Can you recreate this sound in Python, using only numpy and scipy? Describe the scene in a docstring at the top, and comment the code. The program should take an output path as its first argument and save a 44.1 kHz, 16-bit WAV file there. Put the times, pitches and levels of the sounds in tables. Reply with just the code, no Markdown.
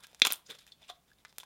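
"""A table in a quiet room: slime is squeezed and folded between fingers, close to the microphone.
Trapped air pockets burst: a filtered impulse is the skin's snap, a decaying sine the cavity's ring.
Larger pockets also thud. Sticky folds peel apart in swells of random ticks, bubbles and squishes.
Hands, table and room answer by convolution; faint hiss and hum lie beneath."""
import sys
import numpy as np
from scipy import signal
from scipy.fft import rfft, irfft
from scipy.io import wavfile

SR = 44100
rng = np.random.default_rng(int(sys.argv[2]) if len(sys.argv) > 2 else 0)


def bounce(signal):
    """Save signal as a 16-bit WAV file at the path given by the first command-line argument."""
    frames = np.transpose(np.atleast_2d(signal))
    limited = np.clip(frames, -1, 1)
    pcm = np.round(limited * 32767).astype(np.int16)
    wavfile.write(sys.argv[1], SR, pcm)


N = 63945
EDGE_HZ = 16100  # upper band limit


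def amp(db):
    """Decibels to gain."""
    return 10 ** (np.asarray(db) / 20)


def evened(x):
    """Scales to rms 1."""
    return x / np.sqrt(np.mean(x ** 2) + 1e-20)


def read(points, hz):
    """Interpolates a table along a log-frequency axis."""
    f_hz, value = np.transpose(points)
    return np.interp(np.log(hz + 1), np.log(f_hz), value)


def add(mix, start_s, sound):
    """Mixes a sound in at a time, cut at the end of the mix."""
    part = mix[max(round(start_s * SR), 0):][:len(sound)]
    part += sound[:len(part)]


def slope(x, hz, kind):
    """First-order low- or high-pass."""
    return signal.lfilter(*signal.butter(1, hz, kind, fs=SR), x)


def coloured(x, points, size=4096):
    """Minimum-phase filter with the given spectrum."""
    hz = abs(np.fft.fftfreq(size, 1 / SR))
    log_gain = np.log(amp(read(points, hz)))
    min_phase = np.exp(np.conj(signal.hilbert(log_gain)))
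    taps = np.fft.ifft(min_phase).real[:size // 2]
    return signal.fftconvolve(x, taps)[:len(x)]


def pops():
    """Each skin breaks with a snap; the cavity under it rings briefly, its pitch rising."""
    # Bursting air pockets: t/s, ring level/dB, cavity f/Hz, ring decay/ms, snap level/dB, snap low-pass f/Hz
    pop_table = [ (0.0368, -53, 3600, .4, -26, 9100), (0.0425, -47.5, 1615, 5.8, -34, 10000),
                 (0.0691, -45.5, 4800, 0.16, -30.5, 14100), (.0055, -52, 10600, 1.7, -42.5, 9200),
                 (.1155, -68, 3500, 0.23, -41.5, 12000), (.1310, -46.5, 605, 1.1, -31.5, 3990),
                 (.1474, -40, 5500, 0.14, -25, 7500), (0.1948, -49, 9900, 0.65, -40, 8970),
                 (0.1992, -49.5, 4454, 0.095, -27.5, 10050), (0.2186, 1.5, 2490, 0.37, -27, 12000),
                 (0.2188, -12, 6000, 0.5, -37, 9000), (.2196, 2, 3627, 0.56, -12, 8000),
                 (0.2506, -13, 3340, 1, -1, 8500), (0.2526, -20, 2560, 1.8, 2.5, 5000),
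                 (0.2633, -43, 4000, 0.092, -6.5, 10000), (.2700, -26.5, 2974, 0.75, -0.5, 14000),
                 (0.3041, -23, 2650, 0.86, -10, 5000), (0.315, -18, 3620, .3, -15, 13900),
                 (.3230, 0.5, 12260, .1, -7, 14400), (0.3329, -11, 9150, 0.25, -20, 7000),
                 (.3390, -25.5, 3190, 0.77, -19, 7000), (.3441, -32.5, 12100, 0.2, -22.5, 12000),
                 (0.3579, -39, 7000, .15, -26.5, 12000), (0.471, -44, 6700, 1.1, -40.5, 7000),
                 (0.498, -44.5, 430, 3.6, -35, 5000), (0.5094, -32.5, 3640, 1.6, -21, 4930),
                 (0.5903, -40.5, 4400, .5, -39.5, 8930), (.6670, -53, 1850, 1.4, -30.5, 10080),
                 (0.6772, -49, 3300, 1.0, -38.5, 8000), (0.7212, -40.5, 3440, 1.64, -40.5, 7960),
                 (0.72, -39, 4330, 1.6, -43, 7870), (0.8198, -58.5, 683, 2.8, -35.5, 6050),
                 (.8300, -44.5, 3463, 1.2, -43, 8070), (.8820, -46, 7600, .7, -42, 7000),
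                 (.8927, -36.5, 3510, 1.13, -34, 9000), (.8985, -42, 717, 12.8, -53, 8930),
                 (.9000, -30.5, 3400, 0.78, -17.5, 3970), (0.9054, -35, 3300, 1.3, -39, 5025),
                 (1.1030, -63, 1561, 2.57, -44, 4920), (1.1160, -52, 1668, 3.67, -42, 4986),
                 (1.186, -56, 3735, 1.15, -47.5, 7960), (1.2502, -30.5, 1530, 0.25, -25, 6500),
                 (1.269, -55, 3930, .8, -48, 6060), (1.2829, -54.5, 4680, 0.47, -44, 8940),
                 (1.327, -58, 893, 1.2, -32.5, 4980), (1.3838, -24, 9000, 0.051, -13.5, 14030),
                 (1.4010, -33.5, 3440, .9, -26.5, 13000), (1.4070, -45, 2960, .8, -26.5, 6980),
                 (1.4331, -42, 1000, 1.9, -22, 4000), (1.438, -60, 3400, 0.18, -34, 11000)]
    attack_share = 0.12  # of the ring's decay
    rise_share = 0.03  # total pitch rise, centred on the cavity pitch
    # Small sources radiate little bass.
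    ring_low_share, snap_low_hz = 0.62, 650
    out = np.zeros(N)
    ms = np.arange(SR // 10) / SR * 1000
    for start_s, ring_db, hz, decay_ms, snap_db, bright_hz in pop_table:
        left = np.exp(-ms / decay_ms)
        opening = 1 - np.exp(-ms / (attack_share * decay_ms))
        turns = np.cumsum(hz * (1 + rise_share * (.5 - left))) / SR
        radiation = signal.butter(2, ring_low_share * hz, "high", fs=SR)
        ring = signal.lfilter(*radiation, opening * left * np.sin(2 * np.pi * turns))
        brightness = signal.butter(2, min(bright_hz, EDGE_HZ), fs=SR)
        snap = signal.lfilter(*brightness, signal.unit_impulse(len(ms)))
        snap = slope(snap, snap_low_hz, "high")
        add(out, start_s, amp(ring_db) * ring + amp(snap_db) * snap)
    return out


def thuds():
    """The mass closes on a larger pocket: a low sine that swells and dies away softly."""
    # Thuds: t/s, level/dB, f/Hz, decay/ms (also the time of the envelope's peak)
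    thud_table = [(0.2191, -24, 370, 0.52), (.2505, -32.5, 480, 0.68), (.2634, -39, 420, .7),
                  (.2700, -31, 450, 0.77), (0.3047, -35.5, 460, 0.47), (0.5109, -49, 430, 1.0)]
    out, t = np.zeros(N), np.arange(SR // 10) / SR
    for start_s, db, hz, decay_ms in thud_table:
        age = t * 1000 / decay_ms
        swell = age * np.exp(1 - age)
        add(out, start_s, amp(db) * swell * np.sin(2 * np.pi * hz * t))
    return out


def squelches():
    """Sticky folds part in a swell of crackles; the gap between them resonates as a squish."""
    # Peeling folds: t of peak/s, rise/s, fall/s, crackle level/dB, squish level/dB, squish f/Hz
    fold_table = [ (.006, 0.0062, .012, -64.5, -67, 1100), (.044, 0.01, 0.0067, -50.5, -59.5, 1370),
                  (0.094, 0.033, 0.12, -68, -73, 700), (0.2543, 0.0026, 0.0097, -34.5, -35.5, 1120),
                  (0.2705, 0.0014, 0.0027, -23, -30, 1200), (.307, 0.0014, 0.011, -38, -47.5, 1020),
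                  (.466, 0.0061, .014, -70.5, -58, 4700), (0.505, 0.0089, 0.012, -43.5, -53, 450),
                  (0.507, 0.014, .012, -68, -65, 150), (.528, .01, 0.009, -58.5, -56.5, 1650),
                  (.552, 0.0081, 0.011, -53.5, -61.5, 500), (0.588, 0.0025, 0.0077, -54.5, -58, 4670),
                  (0.613, 0.012, 0.023, -62, -64.5, 3260), (0.676, 0.006, 0.02, -60, -70.5, 3000),
                  (.723, .006, .008, -70, -60.5, 4200), (.822, .008, 0.015, -72, -64.5, 676),
                  (0.847, 0.03, .012, -71, -60.5, 2960), (0.899, 0.004, 0.0073, -46.5, -44.5, 1005),
                  (0.89, 0.01, 0.0054, -64, -54.5, 3000), (0.955, 0.0095, .012, -68.5, -81, 1592),
                  (1.083, 0.0087, .03, -72, -76, 1700), (1.134, .003, 0.0032, -74, -72.5, 4800),
                  (1.205, 0.025, 0.01, -70, -83, 3680), (1.253, 0.00091, 0.0052, -70, -50, 1900),
                  (1.297, .008, .010, -67, -67, 4900), (1.366, 0.012, 0.0059, -72, -71, 4000),
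                  (1.414, .006, 0.0095, -61.5, -62, 7800), (1.434, .002, 0.0046, -72, -53.5, 1550)]
    squish_q = 2.7
    t, crackles = np.arange(N) / SR, crackle()
    out, power = np.zeros(N), np.zeros(N)
    for peak_s, rise_s, fall_s, crackle_db, squish_db, hz in fold_table:
        swell = np.exp(-np.maximum((peak_s - t) / rise_s, (t - peak_s) / fall_s))
        squish = signal.lfilter(*signal.iirpeak(hz, squish_q, fs=SR), grains())
        squish = slope(squish, hz * 2, "low")
        squish = slope(squish, hz / 2, "high")
        out += amp(squish_db) * swell * evened(squish)
        power += (amp(crackle_db) * swell) ** 2
    return out + np.sqrt(power) * crackles


def crackle(count=24):
    """Dry ticks mixed with tiny resonant bubbles, each at one of a set of pitches."""
    # Crackle colour: f/Hz, relative level/dB
    crackle_colour = [(60, -22.5), (150, -11.5), (300, -9), (600, -7), (1500, -2), (2600, -1), (3500, 4.5),
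                      (4600, -3), (7000, -6), (11000, -11.5), (16000, -15.5)]
    low_hz, high_hz, bubble_q = 1200, 13000, 11
    bubble_db = 0  # against the dry ticks
    train, which = grains(), rng.integers(0, count, N)
    bubbles = np.zeros(N)
    for k, hz in enumerate(np.geomspace(low_hz, high_hz, count)):
        bubbles += signal.lfilter(*signal.iirpeak(hz, bubble_q, fs=SR), train * (which == k))
    mixed = evened(grains()) + amp(bubble_db) * evened(bubbles)
    return evened(coloured(mixed, crackle_colour))


def grains():
    """A dense random train of tiny ruptures of uneven size and either sign."""
    mean_rate_hz, spread_db = 2600, 4.5
    size = amp(spread_db * np.minimum(rng.exponential(1, N), 3))
    sign = rng.choice([-1, 1], N)
    return size * sign * (rng.random(N) < mean_rate_hz / SR)


def surroundings(x):
    """Quick echoes off hands and table, a few ringing resonances, and the short tail of a small room."""
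    # Echoes between hands and table: delay/s, strength (gain)
    echoes = [(.00058, 0.17), (.0016, .08)]
    # Room answer: f/Hz, level/dB
    room_colour = [(100, -4), (400, -1), (1000, -1), (2400, -2.4), (3500, 4.4), (5000, -0.3), (9000, -3),
                   (16000, -1.6)]
    # Room decay: f/Hz, t60/s
    room_t60 = [(100, 0.21), (1000, .33), (3500, 0.21), (8000, 0.2), (16000, 0.16)]
    # Resonances: f/Hz, t60/s, level/dB
    resonances = [(2379, 0.045, -31.5), (3030, 0.06, -30.5), (3400, .04, -28), (3675, 0.036, -25.5)]
    scatter_db, scatter_t60_s = -9, .024
    room_db, room_delay_s = -14.5, 0.0021
    t = np.arange(SR // 2) / SR
    near, far = rng.choice([-1., 1.], (2, len(t)))
    scatter = near * amp(-60 * t / scatter_t60_s) * (t > echoes[0][0])
    # The tail is noise that decays at its own rate in each band.
    hz, when_s, bands = signal.stft(far, SR, nperseg=256)
    decay_db = -60 * when_s / read(room_t60, hz)[:, None]
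    bands = bands * amp(read(room_colour, hz)[:, None] + decay_db)
    tail = signal.istft(bands, SR)[1][:len(t)] * (t > room_delay_s)
    # Unit energy before each level
    answer = amp(scatter_db) * scatter / np.linalg.norm(scatter)
    answer += amp(room_db) * tail / np.linalg.norm(tail)
    for ring_hz, t60_s, db in resonances:
        ring = amp(-60 * t / t60_s) * np.sin(2 * np.pi * (ring_hz * t + rng.random()))
        answer += amp(db) * ring / np.linalg.norm(ring)
    for delay_s, strength in echoes:
        add(answer, delay_s, np.array([strength]))
    return x + signal.fftconvolve(x, answer)[:N]


def still_room():
    """Faint hiss, noise shaped in the spectrum, and a low steady sine hum."""
    # Hiss colour: f/Hz, relative level/dB
    hiss_colour = [(20, -4.5), (45, -7.5), (62, -1.5), (85, -7), (150, -3.5), (300, -11.5), (700, -13.5),
                   (1500, -19.5), (3500, -22), (6000, -24), (12000, -25), (16000, -26)]
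    hiss_rms_db, hum_hz, hum_peak_db = -71, 60, -82.5
    hum = np.sin(2 * np.pi * (hum_hz * np.arange(N) / SR + rng.random()))
    gain = amp(read(hiss_colour, np.fft.rfftfreq(N, 1 / SR)))
    hiss = irfft(rfft(rng.standard_normal(N)) * gain, N)
    return amp(hiss_rms_db) * evened(hiss) + amp(hum_peak_db) * hum


def scene():
    """The slime in its room; pops and thuds share a bass cut."""
    bass_cut = signal.butter(2, 240, "high", fs=SR)
    bursts = signal.lfilter(*bass_cut, pops() + thuds())
    slime = bursts + squelches()
    return (surroundings(slime) + still_room())[None]


def record(dry):
    """The microphone thins the bass a little; a linear-phase low-pass then limits the band."""
    edge = signal.firwin(255, EDGE_HZ, window=("kaiser", 8), fs=SR)
    thinned = slope(dry, hz=30, kind="high")
    return signal.oaconvolve(thinned, edge[None], "same")


dry = scene()
out = record(dry)
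bounce(out)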